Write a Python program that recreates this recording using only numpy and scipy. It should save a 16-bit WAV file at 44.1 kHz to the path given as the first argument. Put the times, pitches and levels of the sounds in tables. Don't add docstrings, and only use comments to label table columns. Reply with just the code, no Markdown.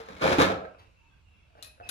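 import sys
import numpy as np
from scipy import signal
from scipy.fft import rfft, irfft, next_fast_len
from scipy.io import wavfile
from scipy.ndimage import uniform_filter1d

SR = 44100
rng = np.random.default_rng(int(sys.argv[2]) if len(sys.argv) > 2 else 0)


def waveform_to_disk(signal):
    frames = np.transpose(np.atleast_2d(signal))
    scaled = np.clip(frames, -1, 1) * 32767
    samples = np.round(scaled).astype(np.int16)
    wavfile.write(sys.argv[1], SR, samples)


def undo_db(level):
    steps = np.asarray(level, float) / 20
    return 10 ** steps


N = 83790


def evened(x):
    return x / np.sqrt(np.mean(x ** 2) + 1e-20)


def read(points, hz):
    f, value = np.transpose(points)
    return np.interp(np.log(hz + 1), np.log(f + 1), value)


def train(times, db):
    out = np.zeros(N)
    at = np.clip((np.asarray(times) * SR).astype(int), 0, N - 1)
    np.add.at(out, at, undo_db(db))
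    return out


def ring(blows, modes, scatter_db):
    out, at = np.zeros(N), np.flatnonzero(blows)
    for hz, db, t60 in modes:
        decay, w = 1000 ** (-1 / (t60 * SR)), 2 * np.pi * hz / SR
        spot, sign = rng.standard_normal((len(at), 2)).T
        drive = np.zeros(N)
        drive[at] = blows[at] * undo_db(db + scatter_db * spot) * np.sign(sign)
        out += signal.lfilter([0, np.sin(w)], [1, -2 * decay * np.cos(w), decay ** 2], drive)
    return out


def crack(blows, colour, t60, count=6):
    t, hz = np.arange(2048) / SR, np.fft.rfftfreq(2048, 1 / SR)
    out, kind = np.zeros(N), rng.integers(0, count, N)
    for k in range(count):
        burst = evened(irfft(rfft(rng.standard_normal(2048)) * colour(hz)))
        out += signal.oaconvolve(blows * (kind == k), burst * undo_db(-60 * t / t60))[:N]
    return out


# hz, level_db per Hz
TOWN_COLOUR = [(25, -6.5), (64, 1), (135, -14), (392, -26.5), (1590, -30.5), (1930, -35), (2660, -21),
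               (3130, -33.5), (15800, -54)]
# hz, likeness (-1 to 1)
TOWN_LIKENESS = [(60, 1), (240, 0.15), (950, 0.12), (3770, 0.4), (15000, -0.88)]
TOWN_DB = -59


def town():
    frames, hz = N // 512 + 5, np.fft.rfftfreq(2048, 1 / SR)
    a, b, c, d, patches = rng.standard_normal((frames, 1025, 5)).T
    patches = evened(uniform_filter1d(uniform_filter1d(patches, 16, 0), 8, 1))
    same = np.clip(read(TOWN_LIKENESS, hz), -1, 1)[:, None]
    left = a + 1j * b
    right = same * left + np.sqrt(1 - same ** 2) * (c + 1j * d)
    z = np.array([left, right]) * undo_db(read(TOWN_COLOUR, hz)[:, None] + 2 * patches)
    return undo_db(TOWN_DB) * evened(signal.istft(z, nperseg=2048, noverlap=1536)[1][:, :N])


# start_s, length_s, level_db, start_hz, end_hz
BIRD_NOTES = [(0.828, 0.082, -70, 2699, 2646), (0.968, .27, -69, 2695, 2572),
              (1.095, 0.13, -77, 3400, 3330), (1.245, .05, -74, 2806, 2810), (1.28, 0.21, -66, 2750, 2665),
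              (1.339, 0.18, -78, 3370, 3380), (1.592, 0.08, -61.5, 2780, 2930),
              (1.637, 0.094, -56.5, 2523, 2540), (1.728, 0.05, -67, 2570, 2500),
              (1.824, 0.11, -51, 2610, 2480), (1.834, 0.03, -69, 5130, 5050),
              (0.996, 0.15, -71.5, 914, 918), (1.112, 0.098, -70, 1583, 1538)]
BIRD_WIDTH_HZ = 95


def birds():
    out = np.zeros((2, N))
    r = np.exp(-np.pi * BIRD_WIDTH_HZ / SR)
    for start, length, db, hz0, hz1 in BIRD_NOTES:
        i, size = int(start * SR), int(length * SR)
        u = np.arange(size) / size
        a, b = rng.standard_normal((2, 2, 14000))
        blur = signal.lfilter([1], [1, -2 * r, r * r], a + 1j * b)[:, 2000:2000 + size]
        blur = 0.61 + blur / np.sqrt(np.mean(abs(blur) ** 2))
        tone = np.exp(2j * np.pi * np.cumsum(hz0 + (hz1 - hz0) * u) / SR)
        note = (blur * tone).real * np.sin(np.pi * u ** 0.52) ** .5
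        out[:, i:i + size] += undo_db(db) * note[:, :N - i]
    return out


# hz, t60_s
YARD_T60 = [(100, 0.5), (400, 0.35), (1500, 0.37), (5000, 0.32), (14000, 0.2)]
YARD_MONO_HZ = 450


def yard(x):
    taps = np.zeros((2, SR))
    at = np.arange(200, SR - 20, 20) + rng.integers(0, 20, (2, (SR - 201) // 20))
    np.put_along_axis(taps, at, rng.choice([-1., 1.], at.shape), 1)
    hz, t, z = signal.stft(taps, SR, nperseg=512)
    same = 1 / (1 + (hz[:, None] / YARD_MONO_HZ) ** 2)
    z = np.array([z[0], same * z[0] + np.sqrt(1 - same ** 2) * z[1]])
    tail = signal.istft(z * undo_db(-60 * t / read(YARD_T60, hz)[:, None]), SR, nperseg=512)[1]
    return signal.fftconvolve(x[None], tail / np.linalg.norm(tail[0]), axes=1)[:, :N]


def placed(x, pan_db, lag_s):
    bounce_s, bounce_db = .004, -15
    size = next_fast_len(N + 2048)
    turn = -2j * np.pi * np.fft.rfftfreq(size, 1 / SR)
    bounce = undo_db(bounce_db) * np.exp(turn * bounce_s)
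    left = 1 + bounce
    right = np.exp(turn * lag_s) + bounce * np.exp(turn * lag_s * 0.49)
    return irfft(rfft(x, size) * np.array([left, right]), size)[:, :N] * undo_db([[pan_db / 2], [-pan_db / 2]])


# start_s, rise_s, level_db, t60_s
RUSTLE_MOVES = [
    (0.778, 0.019, -57.5, 0.27),
    (1.552, 0.043, -63.5, 0.31),
    (1.82, 0.075, -54, 0.27),
]
# hz, level_db per Hz
RUSTLE_COLOUR = [(200, -10), (1000, -2), (4000, -10), (7000, -26.5), (8500, -29), (15000, -35)]


def rustles():
    t, shape = np.arange(N) / SR, np.zeros(N)
    for start, rise, db, t60 in RUSTLE_MOVES:
        fall_s = np.maximum(t - start - rise, 0)
        shape += np.clip((t - start) / rise, 0, 1) * undo_db(db - 60 * fall_s / t60)
    grains = (rng.random(N) < 3000 / SR) * rng.standard_normal(N)
    return shape * evened(crack(grains, lambda hz: undo_db(read(RUSTLE_COLOUR, hz)), 0.048))


# pitch_hz, level_db, t60_s
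TUBE_MODES = [(1007, -65, 3.5)]


def tube_hum():
    return ring(train([.417], 0), TUBE_MODES, scatter_db=0.5)


def slipping(moves, modes):
    rub, t = np.zeros(N), np.arange(N) / SR
    for start, length, db, fade_db in moves:
        rub += undo_db(db + fade_db * (t - start) / length) * ((t > start) & (t < start + length))
    slips = rub * (rng.random(N) < 350 / SR) * rng.standard_normal(N)
    start, _, db, _ = np.transpose(moves)
    rung = ring(slips + train(start, db + 10), modes, scatter_db=3)
    return undo_db(-6.0) * uniform_filter1d(rung, size=6)


# start_s, length_s, level_db, fade_db
ROCKS = [
    (0.498, 0.19, -32.5, -17),
]
# pitch_hz, level_db, t60_s
BED_MODES = [(306, -19, 0.098), (523.5, -3, 0.075), (639, 0.5, 0.072), (710, -0.5, 0.083), (759, -7, 0.08),
             (1034, -11.5, 0.043), (1313, -1, 0.042), (1623, -12.5, .05)]


def rocking():
    return slipping(ROCKS, BED_MODES)


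# start_s,
# length_s, level_db, fade_db
TURNS = [
    (0.65, 0.027, -49, -12),
    (1.503, .05, -73.5, 3),
    (1.552, 0.12, -59, -3.5),
    (1.778, .02, -69, -5),
    (1.8, .01, -52.5, 3.5),
    (1.81, .09, -53.5, -6.5),
]
# pitch_hz, level_db, t60_s
CRADLE_MODES = [(380, -11, 0.039), (450, -7.5, 0.081), (546, -8, 0.051), (615, 1.5, 0.063),
                (703.5, 0, 0.091), (859.4, -4, 0.048), (1190, -6, 0.028), (1502, 2.5, 0.023),
                (1707, -7, 0.024), (2283, -15, 0.018), (3175, -12, .015)]


def turning():
    return slipping(TURNS, CRADLE_MODES)


# start_s, peak_db, pitch_hz, t60_s
BONKS = [(0, -36.5, 450, .15), (.088, -43, 520, 0.063), (.097, -40, 198, 0.1), (.1, -46, 1486, .06),
         (.165, -48, 2200, 0.074), (.384, -14.5, 270, .07), (.39, -21.5, 320, 0.093), (.41, -19, 541, 0.1),
         (.651, -39.5, 1596, 0.053), (.66, -39, 530.4, 0.099), (.79, -50, 100, .3), (1.782, -49, 70.2, .15)]


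def bonks():
    t, out = np.arange(N) / SR, np.zeros(N)
    for start, db, hz, t60 in BONKS:
        age = t - start
        envelope = undo_db(db - 60 * np.maximum(age, 0) / t60) * np.clip(age * hz, 0, 1)
        out += envelope * np.sin(2 * np.pi * hz * age)
    return out


# start_s, peak_db, clack_pitch_hz, spring_db
SNAPS = [
    (1.6256, -31, 4110, -40),
    (1.6253, -42, 6380, -54),
    (1.631, -36.5, 3870, -50),
    (1.6455, -44, 4300, -48),
    (1.646, -40.5, 5520, -51),
    (1.658, -50, 4830, -43),
    (1.672, -54, 5170, -52),
    (1.8902, -28, 3880, -29),
    (1.8935, -33.5, 7000, -32.5),
    (1.895, -26, 1520, -35),
]
# pitch_hz, level_db, t60_s
SPRING_MODES = [(1615, -8.5, 0.052), (7000, -16, .05), (9017, -24, 0.071), (10300, -10.5, .1),
                (10540, -1, .07), (10520, -16, 0.34), (10770, -5.5, 0.099), (12820, -20, .07),
                (14000, -13, .07), (14000, -7, .09), (14250, -20, .12)]


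def dial():
    clack_t60_s, tilt_hz = .018, 7000
    at, peak_db, _, spring_db = np.transpose(SNAPS)
    clacks = np.zeros(N)
    for start, db, hz, _ in SNAPS:
        clacks += ring(train([start], db), [(hz, 0, clack_t60_s)], scatter_db=1.5)
    edge = crack(train(at, peak_db), lambda hz: hz / (hz + 800) / (1 + (hz / tilt_hz) ** 2), 0.029)
    spring = ring(train(at, spring_db), SPRING_MODES, scatter_db=0.0)
    return undo_db(-4) * clacks + undo_db(-9) * spring + undo_db(-10) * edge


def plated(blows, modes, scatter_db, count=4):
    plate = rng.integers(0, count, N)
    shift = 1 + .05 * rng.uniform(-1, 1, (count, len(modes)))
    out = np.zeros(N)
    for k in range(count):
        own = [(hz * s, db, t60) for (hz, db, t60), s in zip(modes, shift[k])]
        out += ring(blows * (plate == k), own, scatter_db)
    return out


# start_s, level_db, brightness_db
CHATTER = [(0, -40.5, -7.5), (0.031, -54.5, -6.5), (0.205, -49, -6.5), (0.217, -27, -12.5),
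           (.26, -24, -14.5), (.33, -29.5, -6), (0.379, -40, -4.5), (0.388, -22.5, -9.5), (0.417, -26, -5),
           (.47, -35.5, -9.5), (0.601, -49.5, -21), (.72, -65, -16), (0.898, -69.5, -37)]
# start_s, peak_db, brightness_db, weight_db
KNOCKS = [(.002, -44, -12.5, -1.5), (.086, -37, -8.5, -7), (0.104, -36, -19, 3), (.123, -47, -18, 6.5),
          (0.162, -49.5, -12.5, 5.5), (0.216, -20, -22, 1), (.221, -19, -19.5, -2), (.239, -14.5, -27, -3),
          (0.2424, -16.5, -26, -2), (.254, -17, -19, -5), (.257, -13.5, -23, -6), (.266, -16, -14, -3.5),
          (.279, -15, -18.5, 1.5), (.286, -17.5, -15, -3), (.293, -19.5, -12, -5.5), (.307, -21, -14, -1.5),
          (0.317, -17.5, -17.5, 3.5), (.322, -20.5, -12, 3.5), (.326, -20.5, -12.5, 3.5),
          (.331, -17.5, -13.5, 2.5), (0.34, -21.5, -17, -0.5), (.35, -24.5, -17, 2), (.384, -14, -15, 8.5),
          (.39, -14, -20, 4.5), (.395, -12.5, -18.5, -1.5), (.401, -12.5, -12.5, 1),
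          (.41, -11.5, -13.5, -5), (.417, -10, -10, -5), (.424, -13, -14, -5), (.432, -14, -16.5, -5.5),
          (.441, -19, -16.5, -2.5), (.447, -22.5, -8, -6.5), (.454, -19.5, -12.5, -8.5),
          (0.462, -22, -20.5, 2), (0.476, -24.5, -19, 6.5), (.486, -21.5, -21, 4), (0.501, -25, -18, 5.5),
          (0.509, -28.5, -20, 1.5), (.518, -26, -14.5, -12), (.541, -32.5, -15.5, 3.5),
          (.555, -31.5, -30, 2.5), (0.615, -45, -22, -14), (0.651, -36.5, -28, -25),
          (.747, -40.5, -37, -26)]
# pitch_hz, level_db, t60_s
TRAY_MODES = [(446.5, -1, 0.068), (535, -0.5, 0.049), (658.5, -2, 0.045), (784, -6, 0.036),
              (881, -4.5, 0.054), (1074, -8.5, 0.047), (1205, -7, 0.04), (1347, -10.5, 0.04),
              (1509, -5.5, 0.04), (1704, -10.5, 0.035), (2273, -9.5, 0.05), (2400, -7.5, 0.03),
              (3300, -21.5, 0.021), (4000, -14.5, .025)]
# pitch_hz, level_db, t60_s
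THUMP_MODES = [(160, -11, 0.069), (193, -2.5, 0.07), (239, -6.5, 0.05), (282, -2.5, 0.05),
               (333, -2.5, 0.06), (375.6, -3.5, 0.068), (414, -7, 0.074)]
# pitch_hz, level_db, t60_s
STAND_MODES = [(81, -22, .3), (100.77, -22.5, 0.49), (529, -32.5, 0.24), (637, -30, .3), (710, -27, 0.23),
               (720, -32, .3), (980, -33, 0.12)]
# hz, level_db per Hz
CRACK_COLOUR = [(300, -51), (800, -4), (1400, -4), (2800, -13.5), (4100, -15), (5000, -20), (9000, -34.5),
                (15800, -45)]
CHATTER_PER_S, CHATTER_SPREAD_DB, CRACK_T60_S = 800, 3.5, 0.028


def plates():
    t, (s, level_db, bright_db) = np.arange(N) / SR, np.transpose(CHATTER)
    at, peak_db, edge_db, weight_db = np.transpose(KNOCKS)
    ends = []
    for _ in range(2):
        hits = (rng.random(N) < CHATTER_PER_S / SR / 2) * (t < s[-1])
        spread = CHATTER_SPREAD_DB * np.minimum(rng.exponential(1, N), 3)
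        hits = hits * undo_db(spread + np.interp(t, s, level_db))
        blows = undo_db(-17.5) * hits + undo_db(-15.5) * train(at, peak_db)
        heavy = undo_db(-20) * hits + undo_db(-16.0) * train(at, peak_db + weight_db)
        edges = hits * undo_db(np.interp(t, s, bright_db)) + undo_db(3.0) * train(at, peak_db + edge_db)
        tray = plated(blows, TRAY_MODES, scatter_db=4.5)
        thump = uniform_filter1d(plated(heavy, THUMP_MODES, scatter_db=1.0), size=24)
        stand = ring(heavy, STAND_MODES, scatter_db=2)
        ends.append(tray + thump + stand + crack(edges, lambda hz: undo_db(read(CRACK_COLOUR, hz)), CRACK_T60_S))
    return ends


def scene():
    far = (town() + birds()) * undo_db([[-0.45], [0.45]])
    middle = rustles() + tube_hum() + rocking() + turning() + bonks()
    small = dial()
    near_end, far_end = plates()
    near = placed(near_end, pan_db=6.5, lag_s=0.000303) + placed(far_end, pan_db=-2, lag_s=0.00056)
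    near = near + placed(middle, pan_db=1.0, lag_s=0.00044) + placed(small, pan_db=7.5, lag_s=.0003)
    return near + undo_db(-5.5) * yard(near_end + far_end + middle) + undo_db(-2.5) * yard(small) + far


def top_cut(x):
    return signal.sosfilt(signal.butter(12, 16330, fs=SR, output="sos"), x)


# hz, level_db
PORT_TILT = [(100, -2.5), (1000, -2.5), (4000, 1.5), (12000, 5.5)]


def record(dry):
    tilt_db = read(PORT_TILT, np.fft.rfftfreq(N, 1 / SR)) / 2
    ported = irfft(rfft(dry) * undo_db([tilt_db, -tilt_db]), N)
    low = signal.butter(3, 44.6, "high", fs=SR, output="sos")
    high = signal.butter(14, 14700, "low", fs=SR, output="sos")
    return top_cut(signal.sosfilt(np.vstack([low, high]), ported))


dry = scene()
out = record(dry)
waveform_to_disk(out)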